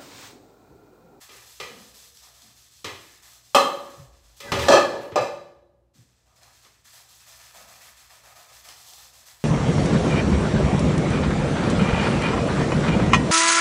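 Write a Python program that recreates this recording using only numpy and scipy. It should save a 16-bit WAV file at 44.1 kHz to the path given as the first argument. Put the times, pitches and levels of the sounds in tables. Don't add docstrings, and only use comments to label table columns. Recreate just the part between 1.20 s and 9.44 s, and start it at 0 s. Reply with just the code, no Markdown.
import sys
import numpy as np
from scipy import signal
from scipy.fft import rfft, irfft, next_fast_len
from scipy.io import wavfile

SR = 44100
rng = np.random.default_rng(int(sys.argv[2]) if len(sys.argv) > 2 else 0)


def master_out(mix):
    frames = np.transpose(np.atleast_2d(mix))
    ceiling = np.clip(frames, -1, 1)
    pcm = np.round(ceiling * 32767).astype(np.int16)
    wavfile.write(sys.argv[1], SR, pcm)


N = 363384

STRIKE_SPOTS = ["glance", "wall", "base", "rim"]
# frequency_hz, t60_s, glance_db, wall_db, base_db, rim_db
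POT_MODES = [(263.5, 0.48, -25, -8.5, -35.5, -65.5), (351, 0.96, -12, -17, -14.5, -10.5),
             (389, 0.8, -2.5, -28.5, -18.5, -40), (440, 0.51, -0.5, -28, -24.5, -22),
             (502, 0.66, -8, -11, -22.5, -6), (519, 0.3, -6, -18.5, -17.5, -8),
             (560.4, 0.68, -6.5, 2.5, 3, 2), (585, 0.6, -15, -14.5, -9, 0.5),
             (645, 0.39, -21, -24, -5.5, -9.5), (767, 0.47, -21, -8, -32.5, -4),
             (808.0, 0.43, -20.5, -3.5, -27, -41), (848.5, 0.26, -23, -15.5, -28.5, -28),
             (903, 0.39, -25, -21.5, -27, -17), (980, 0.6, -13.5, -21, -24.5, -49),
             (1067, 0.59, -10.5, -18.5, -29.5, -24), (1117, 0.72, -22, -6, -26, -20),
             (1187, 0.57, -6, 1.5, -13, -5), (1216, 0.55, -2.5, -9, -15, 0),
             (1254, 0.55, -4, -1.5, -12, -18), (1670, 1, -12, -23.0, -19.5, -26),
             (1728, 0.66, -12.5, -16, -11.5, -9.5), (1757, 0.36, -14, -18, -15.5, -38),
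             (1958, 0.63, -2, -21.5, -26, -32), (2070, 0.6, -6, -18, -32, -12.5),
             (2376, 0.48, -4.5, -31, -25.5, -13.5), (2412, 0.63, -6.5, -40.0, -23, -9.5),
             (2562, 0.2, -18.5, -14.5, -26.5, -40), (2592, 0.55, -6.5, -12, -20.5, -8),
             (2704, 0.42, -18, -30.0, -27, -28), (2720, 0.5, -17.5, -20.5, -27.5, -19),
             (2960, 1, -12, -28, -35.5, -30), (3170, 0.6, -10.5, -12.5, -32, -45),
             (3200, 0.43, -22.0, -13.5, -21.5, -31), (3280, 0.63, -9, -35, -25.5, -58),
             (3430, 0.29, -13, -31, -36.5, -61), (3955, 0.71, -12.5, -26.5, -29, -10),
             (4050, 0.62, -16.5, -13.5, -39, -60), (4170, 0.42, -18.5, -19, -30, -48),
             (4320, 0.73, -13, -23, -22.5, -22), (4815.0, 0.6, -23.5, -28.5, -33, -13),
             (5080, 0.52, -21.5, -30.5, -45.5, -16), (5120, 0.38, -14.5, -18, -41.5, -16),
             (5630, 0.24, -22.5, -23, -27.5, -48), (5980, 0.23, -29.5, -30, -25.5, -13.5),
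             (6360, 0.55, -15.5, -27, -44.5, -41), (7160, 0.57, -29.5, -27.5, -33.5, -27),
             (8400, 0.35, -24.5, -27, -49.0, -59)]
# frequency_hz, glance_db_per_hz, wall_db_per_hz, base_db_per_hz, rim_db_per_hz
CLATTER_SPECTRA = [(45.0, -20, -39.5, -33.5, -38), (85.0, -4, -38, -28, -13),
                   (150.0, -8.5, -20.5, -17.5, -9), (276, -10, -13.5, -11, -17), (555, -6.5, -5.5, 0, 0),
                   (1350, -3, -8, -14.5, -12), (1500.0, -8.5, -19.5, -16, -15),
                   (2200.0, -6, -26.5, -30.0, -22.5), (3200.0, -5, -19, -25.5, -21.5),
                   (4230, -7.5, -27.5, -22.5, -22.5), (6300.0, -12.5, -28, -29.0, -23.5),
                   (8150, -16.5, -30.5, -31, -26), (8740, -22, -37, -40, -35.5),
                   (15000.0, -27.5, -44.5, -53.5, -43)]
LOW_MODE_SUSTAIN = [0.83, 1.165, 0.77, 1.31]
# frequency_hz, t60_s
KITCHEN_DECAY = [(80, 0.91), (250, 0.95), (600, 0.75), (1500, 0.68), (4000, 0.66), (8000, 0.58),
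                 (15000, 0.8)]
# start_s, spot, level_db, modes_to_clatter_db, sink_boom_db,
# brightness_db_per_octave, quick_first_decay_db, contact_time_s
POT_BLOWS = [ (.091, "glance", -64.5, 0, 16, 1.5, -14, .001),
             (0.3998, "glance", -50.5, 1, 7.5, 1.1, -6, 0.00083),
             (1.6439, "glance", -47, -2, 2, 0.23, -6, .0007),
             (2.347, "wall", -28.5, 3.5, 8.5, 1.34, 2.5, .0005),
             (3.203, "glance", -56, -3, -5, 3, 4, .0004), (3.3184, "glance", -36, -4, 6.5, -2, 2, .0007),
             (3.389, "glance", -43, -4.5, 10, 0, -1, .003),
             (3.419, "glance", -47.5, -7.5, 8, 2, -0.5, .004), (3.484, "base", -27, 2, 2, 0.5, 1, 0.00082),
             (3.499, "base", -37, -7.5, 2, 3, 4, .01), (3.517, "base", -29, 7.5, -0.5, 1.26, 10, 0.013),
             (3.553, "wall", -42.5, 6, 2.5, -0.7, 5.5, .012),
             (3.568, "base", -37.5, 5.5, 1, -0.5, 4.5, .012),
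             (3.725, "base", -46.5, 2.5, -15, -2.5, -9, 0.018), (3.810, "base", -63, 11, 26, -2, 0, .003),
             (3.918, "glance", -54.5, -4, 2, -5, 16, .001),
             (3.9573, "rim", -34, 1.5, -17, -2.5, 11.5, 0.00047),
             (4.006, "rim", -44.5, 0, 0, 0, -12, 0.0074), (5.447, "glance", -71, -7, 0, -0.5, 7, .002),
             (7.486, "glance", -64, -17, -21.5, -0.5, 21, .0005)]
# start_s, level_db, centre_hz, width_octaves, rise_s, t60_s
SOFT_THUDS = [(0.089, -69.5, 423, 0.35, 0.0046, 0.85), (.401, -57.5, 478, 0.14, 0.0029, 1.1),
              (0.499, -62.5, 210, 0.35, 0.03, 0.74), (1.219, -74.5, 194, 0.5, .04, 0.38),
              (1.648, -59, 100.6, 0.096, 0.006, 0.37), (1.648, -59.5, 331, 0.27, .004, .7),
              (2.765, -62, 122.8, 0.21, 0.01, 0.3), (2.795, -57, 124, 0.08, .012, 0.13),
              (2.841, -60, 57.94, 0.19, .04, 2.4), (3.324, -46, 84, 0.17, .02, 0.71),
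              (3.49, -48, 179.8, 0.31, 0.013, 0.33), (3.99, -55, 124, 0.3, 0.0089, 0.25),
              (4.748, -72, 200, 0.46, .012, 0.51), (4.786, -68.5, 126.7, 0.092, 0.018, 0.18),
              (6.34, -76.5, 190, .45, 0.044, 1.3)]
# time_s, level_db
SKID_LEVEL = [(3.19, -60.5), (3.25, -41), (3.31, -44), (3.35, -31), (3.47, -28), (3.60, -40.5),
              (3.70, -47.5), (3.79, -46.5), (3.94, -66)]
# time_s, pitch_hz, level_db
SQUEAL_GLIDES = [
    [(3.205, 2010, -56.5), (3.235, 2060, -54), (3.26, 1990, -46.5), (3.32, 1965, -48.5)],
    [(3.235, 1770, -56), (3.27, 1700, -51), (3.295, 1550, -44), (3.32, 1490, -47)],
]
# frequency_hz, level_db_per_hz
RASP_SPECTRUM = [(30, -26), (90, -3), (250, 0), (450, 2.5), (1200, -6.0), (1600, -14.5),
                 (4200, -15), (8000, -26), (15000, -36.5)]
# start_s, length_s, foam_hiss_db, metal_rub_db, hollow_base_db
SPONGE_STROKES = [ (0, 0.041, -51, -56.5, -62.5), (0.104, 0.14, -53.5, -58, -64),
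                  (.255, 0.13, -53.5, -64, -76), (0.396, 0.2, -56.5, -59, -60),
                  (0.57, 0.14, -55.5, -64, -68), (0.732, 0.15, -53, -64, -71),
                  (0.935, 0.1, -56.5, -67.5, -92), (1.015, 0.073, -55.5, -62.5, -62),
                  (1.13, 0.19, -57.5, -66, -69), (1.35, 0.13, -58, -68, -82),
                  (1.505, 0.12, -57.5, -69.5, -82), (1.64, 0.18, -57.5, -73, -75),
                  (1.797, 0.18, -57, -61, -78), (2.017, 0.15, -54, -62, -68), (2.232, 0.19, -59, -72, -77),
                  (2.52, 0.19, -58.5, -59, -73), (2.687, .14, -58, -64.5, -62),
                  (2.918, 0.12, -66.5, -71, -81), (3.026, 0.15, -63.5, -71, -72),
                  (3.157, 0.3, -54.5, -67, -81), (3.799, 0.063, -62.5, -53, -70),
                  (4.734, 0.089, -64, -71, -83), (4.869, 0.18, -72.5, -77, -97),
                  (5.052, 0.11, -71, -75, -70), (5.148, .06, -63, -70, -70.5),
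                  (5.205, 0.095, -62, -62.5, -64), (5.317, 0.091, -60.5, -67, -85),
                  (5.416, 0.05, -59.5, -65.5, -69.5), (5.51, .10, -67.5, -71, -84),
                  (5.638, 0.097, -55.5, -61.5, -75), (5.721, 0.093, -53.5, -60.5, -64),
                  (5.878, 0.11, -55.5, -66, -71), (5.99, .06, -57.5, -61.5, -78),
                  (6.058, 0.12, -53, -59, -65), (6.186, 0.12, -54.5, -57.5, -66),
                  (6.333, 0.092, -52.5, -54.5, -54.5), (6.466, 0.11, -54.5, -57, -59.5),
                  (6.601, 0.095, -53, -56, -63), (6.758, 0.095, -56, -60, -71),
                  (6.889, 0.083, -55.5, -58, -61.5), (7.028, 0.094, -56.5, -58, -57.5),
                  (7.148, 0.095, -55, -58.5, -58), (7.275, 0.067, -57.5, -61.5, -62),
                  (7.319, 0.085, -54, -59.5, -72), (7.432, 0.095, -52.5, -55, -59),
                  (7.55, 0.13, -54, -63.5, -68), (7.657, 0.11, -52, -67, -61),
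                  (7.767, 0.099, -53, -60.5, -63.5), (7.925, 0.1, -55, -63, -66),
                  (8.053, 0.068, -52.5, -58, -65), (8.19, 0.076, -58, -62.5, -70.5)]
# frequency_hz, level_db_per_hz
HISS_SPECTRUM = [(1500, -31.5), (2800, -7.5), (3700, -1.5), (5200, -1), (6500, -1.5), (7300, -3.5),
                 (8100, -0.5), (9000, -12.5), (11000, -37.5)]
# frequency_hz, level_db_per_hz
RUB_SPECTRUM = [(500, -30.5), (1000, -5.5), (1450, -3), (1770, -2), (2150, -3), (2500, -4), (2900, -8),
                (4000, -20.5)]
# frequency_hz, level_db_per_hz
FIZZ_SPECTRUM = [(6000, -28), (8200, -1.5), (9000, -5.5), (10200, 1), (12500, 0), (15500, -4)]
# frequency_hz, level_db_per_hz
BODY_SPECTRUM = [(100, -14.5), (200, -13.5), (330, -19), (440, -15), (520, -2.5), (630, -6.5), (760, -1.5),
                 (900, -5.5), (1080, -1), (1240, -0.5), (1400, -4), (2200, -23.5)]
# start_s, level_db
SUDS_SNAPS = [(0.9717, -42), (1.2196, -43), (5.2325, -45), (7.4885, -37), (7.676, -46), (7.7353, -40)]
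# frequency_hz, level_db_per_hz
SNAP_SPECTRUM = [(300, -15.5), (1300, -12), (5000, 7.0), (8000, -1), (15000, -14)]
# frequency_hz, level_db
HUM_TONES = [(60, -74), (119.5, -73.5)]
# frequency_hz, level_db_per_hz
ROOM_SPECTRUM = [(20, -44), (38, -30), (55, 2.5), (80, -4.5), (140, -12.5), (250, -18), (600, -19),
                 (2000, -37.5), (8000, -44.5), (15000, -49)]

ROOM_NOISE_DB = -68.5
CUTOFF_HZ = 15650
TIME = np.arange(N) / SR
RING_T = np.arange(int(1.1 * SR)) / SR
GRID_HZ = np.arange(0, SR / 2, 4)
STROKE_ATTACK_S, STROKE_ARCH_DB = .016, 1.5
HISS_FADE_DB_PER_S, RUB_FADE_DB_PER_S = 105, 101
FIZZ_FADE_DB_PER_S, HOLLOW_FADE_DB_PER_S = 130, 89.5
ORDINARY_STROKE_DB, FIZZ_GROWTH = -54, .35
HOLLOW_HZ, HOLLOW_DRIFT = 715, .05
LINGER_DB, LINGER_T60_S, LINGER_TOP_HZ = -24, 1.35, 1250


def handling():
    out = np.zeros(N)
    fine_db = resonances(peak_db=2.5, width_hz=16, ripple_db=3.5)
    for start_s, *strike in POT_BLOWS:
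        add(out, start_s, blow(fine_db, *strike))
    for start_s, *shape in SOFT_THUDS:
        add(out, start_s, thud(*shape))
    return out


def blow(fine_db, spot, level_db, ring_db, boom_db, tilt_db, quick_db, contact_s,
         quick_t60=0.43, crack_db=2, crack_s=.004):
    spectrum = np.array(CLATTER_SPECTRA)[:, [0, 1 + STRIKE_SPOTS.index(spot)]]

    def clatter_db(f):
        tilt = tilt_db * np.log2((f + 50) / 1000)
        boom = boom_db / (1 + (f / 180) ** 2)
        return read(spectrum, f) + np.interp(f, GRID_HZ, fine_db) + tilt + boom

    clatter = dying(colour(rng.standard_normal(len(RING_T)), clatter_db))
    clatter += amp(crack_db) * high_pass(clatter, hz=2500) * np.exp(-RING_T / crack_s)
    onset = 1 - np.exp(-RING_T / contact_s)
    shape = (1 + amp(quick_db - 60 * RING_T / quick_t60)) * onset
    ring = high_pass(pot_ring(spot, tilt_db) * shape, hz=204)
    return amp(level_db) * (one_second(clatter * shape) + amp(ring_db) * one_second(ring))


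def pot_ring(spot, tilt_db, scatter_hz=38, scatter=1.0, build_s=0.028, soapy=0.93):
    out = np.zeros(len(RING_T))
    steps = RING_T[::64]
    place = STRIKE_SPOTS.index(spot)
    for hz, t60, *levels in POT_MODES:
        low = 1 / (1 + (hz / 1400) ** 4)
        lasts = t60 * (low * LOW_MODE_SUSTAIN[place] + (1 - low) * soapy)
        rate = scatter_hz * np.sqrt(hz / 1000)
        cycles = rate * rng.uniform(-1, 1, (8, 1)) * steps + rng.random((8, 1))
        echoes = np.exp(2j * np.pi * cycles).sum(0) / np.sqrt(8)
        build_up = 1 - np.exp(-steps / build_s)
        voice = 1 + scatter * np.sqrt(hz / 1000) * echoes * build_up
        voice *= amp(-60 * steps / lasts)
        voice *= amp(levels[place] + tilt_db * np.log2(hz / 1000)) / np.linalg.norm(voice)
        flutter_phase = np.interp(RING_T, steps, np.unwrap(np.angle(voice)))
        angle = np.float32(2 * np.pi * (hz * RING_T + rng.random()) + flutter_phase)
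        out += np.interp(RING_T, steps, abs(voice)) * np.sin(angle)
    return one_second(out)


def thud(level_db, centre_hz, octaves, rise_s, t60):
    def hump_db(f):
        return -30 * np.log10(1 + (np.log2((f + 1) / centre_hz) / octaves) ** 2 / 2)

    boom = colour(rng.standard_normal(len(RING_T)), hump_db)
    shape = (1 - np.exp(-RING_T / rise_s)) * amp(-60 * RING_T / t60)
    return amp(level_db) * one_second(boom * shape)


def skid(ring_db=-5):
    sliding = (TIME > SKID_LEVEL[0][0]) * (TIME < SKID_LEVEL[-1][0])
    slips = grains(per_s=4400, spread_db=1.5) * amp(follow(SKID_LEVEL)) * sliding
    ring = pot_ring("base", tilt_db=2.0) * amp(-60 * RING_T / 0.23)
    rasp = colour(rng.standard_normal(len(RING_T)), lambda f: read(RASP_SPECTRUM, f))
    rasp *= amp(-60 * RING_T / 0.24)
    response = rasp / np.linalg.norm(rasp) + amp(ring_db) * ring / np.linalg.norm(ring)
    chatter = signal.fftconvolve(slips, response)[:N]
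    return chatter + in_kitchen(squeals(), wet_db=-2.5)


def squeals(waver=0.0088):
    out = np.zeros(N)
    for rows in SQUEAL_GLIDES:
        s, hz, db = np.transpose(rows)
        t = np.arange(s[0], s[-1], 1 / SR)
        pitch = np.interp(t, s, hz) * (1 + waver * wander(len(t), rate_hz=300))
        tone = np.sqrt(2) * np.sin(2 * np.pi * np.cumsum(pitch) / SR)
        add(out, s[0], amp(np.interp(t, s, db)) * tone * signal.windows.tukey(len(t), .2))
    return out


def sponge(hiss_db=0.7, rub_db=1.2, fizz_db=-3.5, body_db=-1.16, hollow_db=-2, flutter_db=0.0):
    hiss, rub, hollow = np.transpose(SPONGE_STROKES)[2:]
    fizz = hiss + FIZZ_GROWTH * (hiss - ORDINARY_STROKE_DB)
    pressing = stroking(hollow, HOLLOW_FADE_DB_PER_S)
    peaks = resonances(peak_db=3, width_hz=22, ripple_db=2.5)

    def layer(clicks, spectrum, loudness):
        coloured = colour(clicks, lambda f: read(spectrum, f) + np.interp(f, GRID_HZ, peaks))
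        return unit(coloured) * loudness

    hiss_loudness = stroking(hiss + hiss_db, HISS_FADE_DB_PER_S)
    rub_loudness = stroking(rub + rub_db, RUB_FADE_DB_PER_S)
    fizz_loudness = stroking(fizz + fizz_db, FIZZ_FADE_DB_PER_S)
    out = layer(grains(per_s=16000, spread_db=0.9), HISS_SPECTRUM, hiss_loudness)
    out += layer(grains(per_s=7000, spread_db=1.0), RUB_SPECTRUM, rub_loudness)
    out += layer(grains(per_s=11000, spread_db=0.0), FIZZ_SPECTRUM, fizz_loudness)
    out += layer(grains(per_s=3900, spread_db=1.5), BODY_SPECTRUM, pressing * amp(body_db))
    catches = grains(per_s=5700, spread_db=-1)
    hollow_hz = HOLLOW_HZ * (1 + HOLLOW_DRIFT * wander(N, rate_hz=5))
    out += unit(resonate(catches, hollow_hz, width_hz=200)) * pressing * amp(hollow_db)
    return out * amp(flutter_db * wander(N, rate_hz=63))


def stroking(levels_db, fade_db_per_s):
    power, t = np.zeros(N), RING_T
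    for (start_s, length_s, *_), db in zip(SPONGE_STROKES, levels_db):
        arch = np.sin(np.pi * np.minimum(t / length_s, 1)) - 1
        shape_db = STROKE_ARCH_DB * arch - fade_db_per_s * np.maximum(t - length_s, 0)
        swell = np.minimum(t / STROKE_ATTACK_S, 1)
        add(power, start_s, (swell * amp(db + shape_db)) ** 2)
    return np.sqrt(power)


def suds(snap_db=-2, snap_s=.003):
    out, t = np.zeros(N), RING_T[:SR // 20]
    for start_s, db in SUDS_SNAPS:
        snap = unit(colour(rng.standard_normal(len(t)), lambda f: read(SNAP_SPECTRUM, f)))
        add(out, start_s, amp(db + snap_db) * snap * np.exp(-t / snap_s))
    return in_kitchen(out, wet_db=3.5)


def room(waver_db=2):
    hum = np.zeros(N)
    for hz, db in HUM_TONES:
        level = amp(db + waver_db * wander(N, rate_hz=6))
        hum += np.sqrt(2) * level * np.sin(2 * np.pi * hz * TIME)
    noise = unit(colour(rng.standard_normal(N), lambda f: read(ROOM_SPECTRUM, f)))
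    return hum + amp(ROOM_NOISE_DB) * noise


def in_kitchen(x, wet_db):
    tail = dying(rng.standard_normal(len(RING_T))) * np.minimum(RING_T / .008, 1)
    return x + amp(wet_db) * signal.fftconvolve(x, tail / np.linalg.norm(tail))[:len(x)]


def dying(noise):
    hz, t, bands = signal.stft(noise, SR, nperseg=256)
    early = amp(-60 * t / read(KITCHEN_DECAY, hz)[:, None])
    late = amp(LINGER_DB - 60 * t / LINGER_T60_S) / (1 + (hz[:, None] / LINGER_TOP_HZ) ** 10)
    return signal.istft(bands * np.hypot(early, late), SR, nperseg=256)[1][:len(noise)]


def resonances(peak_db, width_hz, ripple_db):
    peaks = [1 / (1 + ((GRID_HZ - mode[0]) / width_hz) ** 2) for mode in POT_MODES]
    fine = ripple_db * ripple(GRID_HZ) * GRID_HZ / (GRID_HZ + 700)
    return peak_db * np.max(peaks, axis=0) + fine


def ripple(hz, spacing_hz=45):
    knots = np.arange(0, SR / 2, spacing_hz)
    heights = rng.standard_normal(SR // 10)[:len(knots)]
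    return np.interp(hz, knots, np.clip(heights, -2, 2))


def grains(per_s, spread_db):
    size = amp(spread_db * np.minimum(rng.exponential(1, N), 4))
    return unit(rng.standard_normal(N) * size * (rng.random(N) < per_s / SR))


def wander(length, rate_hz):
    return unit(colour(rng.standard_normal(length), lambda f: -10 * np.log10(1 + (f / rate_hz) ** 6)))


def resonate(x, hz, width_hz):
    turn = np.exp(2j * np.pi * np.cumsum(hz) / SR)
    r = np.exp(-np.pi * width_hz / SR)
    return 2 * (turn * signal.lfilter([(1 - r) ** 2], [1, -2 * r, r * r], x / turn)).real


def colour(x, db_at):
    size = next_fast_len(len(x))
    gain = amp(db_at(np.fft.rfftfreq(size, 1 / SR)))
    return irfft(rfft(x, size) * gain, size)[:len(x)]


def high_pass(x, hz):
    return signal.sosfilt(signal.butter(2, hz, "high", fs=SR, output="sos"), x)


def read(points, hz):
    f, value = np.transpose(points)
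    return np.interp(np.log(hz + 1), np.log(f + 1), value)


def follow(rows, column=1):
    rows = np.array(rows)
    return np.interp(TIME, rows[:, 0], rows[:, column])


def amp(db):
    return 10 ** (np.asarray(db) / 20)


def unit(x):
    return x / np.sqrt(np.mean(x ** 2) + 1e-20)


def one_second(x):
    return x / np.sqrt(np.sum(x ** 2) / SR + 1e-20)


def add(mix, start_s, sound):
    part = mix[max(round(start_s * SR), 0):][:len(sound)]
    part += sound[:len(part)]


def scene():
    return (handling() + skid() + sponge() + suds() + room())[None]


def record(dry):
    thin = high_pass(dry, hz=42)
    limited = thin / (1 + thin ** 6) ** (1 / 6)
    band_limit = signal.firwin(511, CUTOFF_HZ, window=("kaiser", 9), fs=SR)
    return signal.oaconvolve(limited, band_limit[None], "same")


dry = scene()
out = record(dry)
master_out(out)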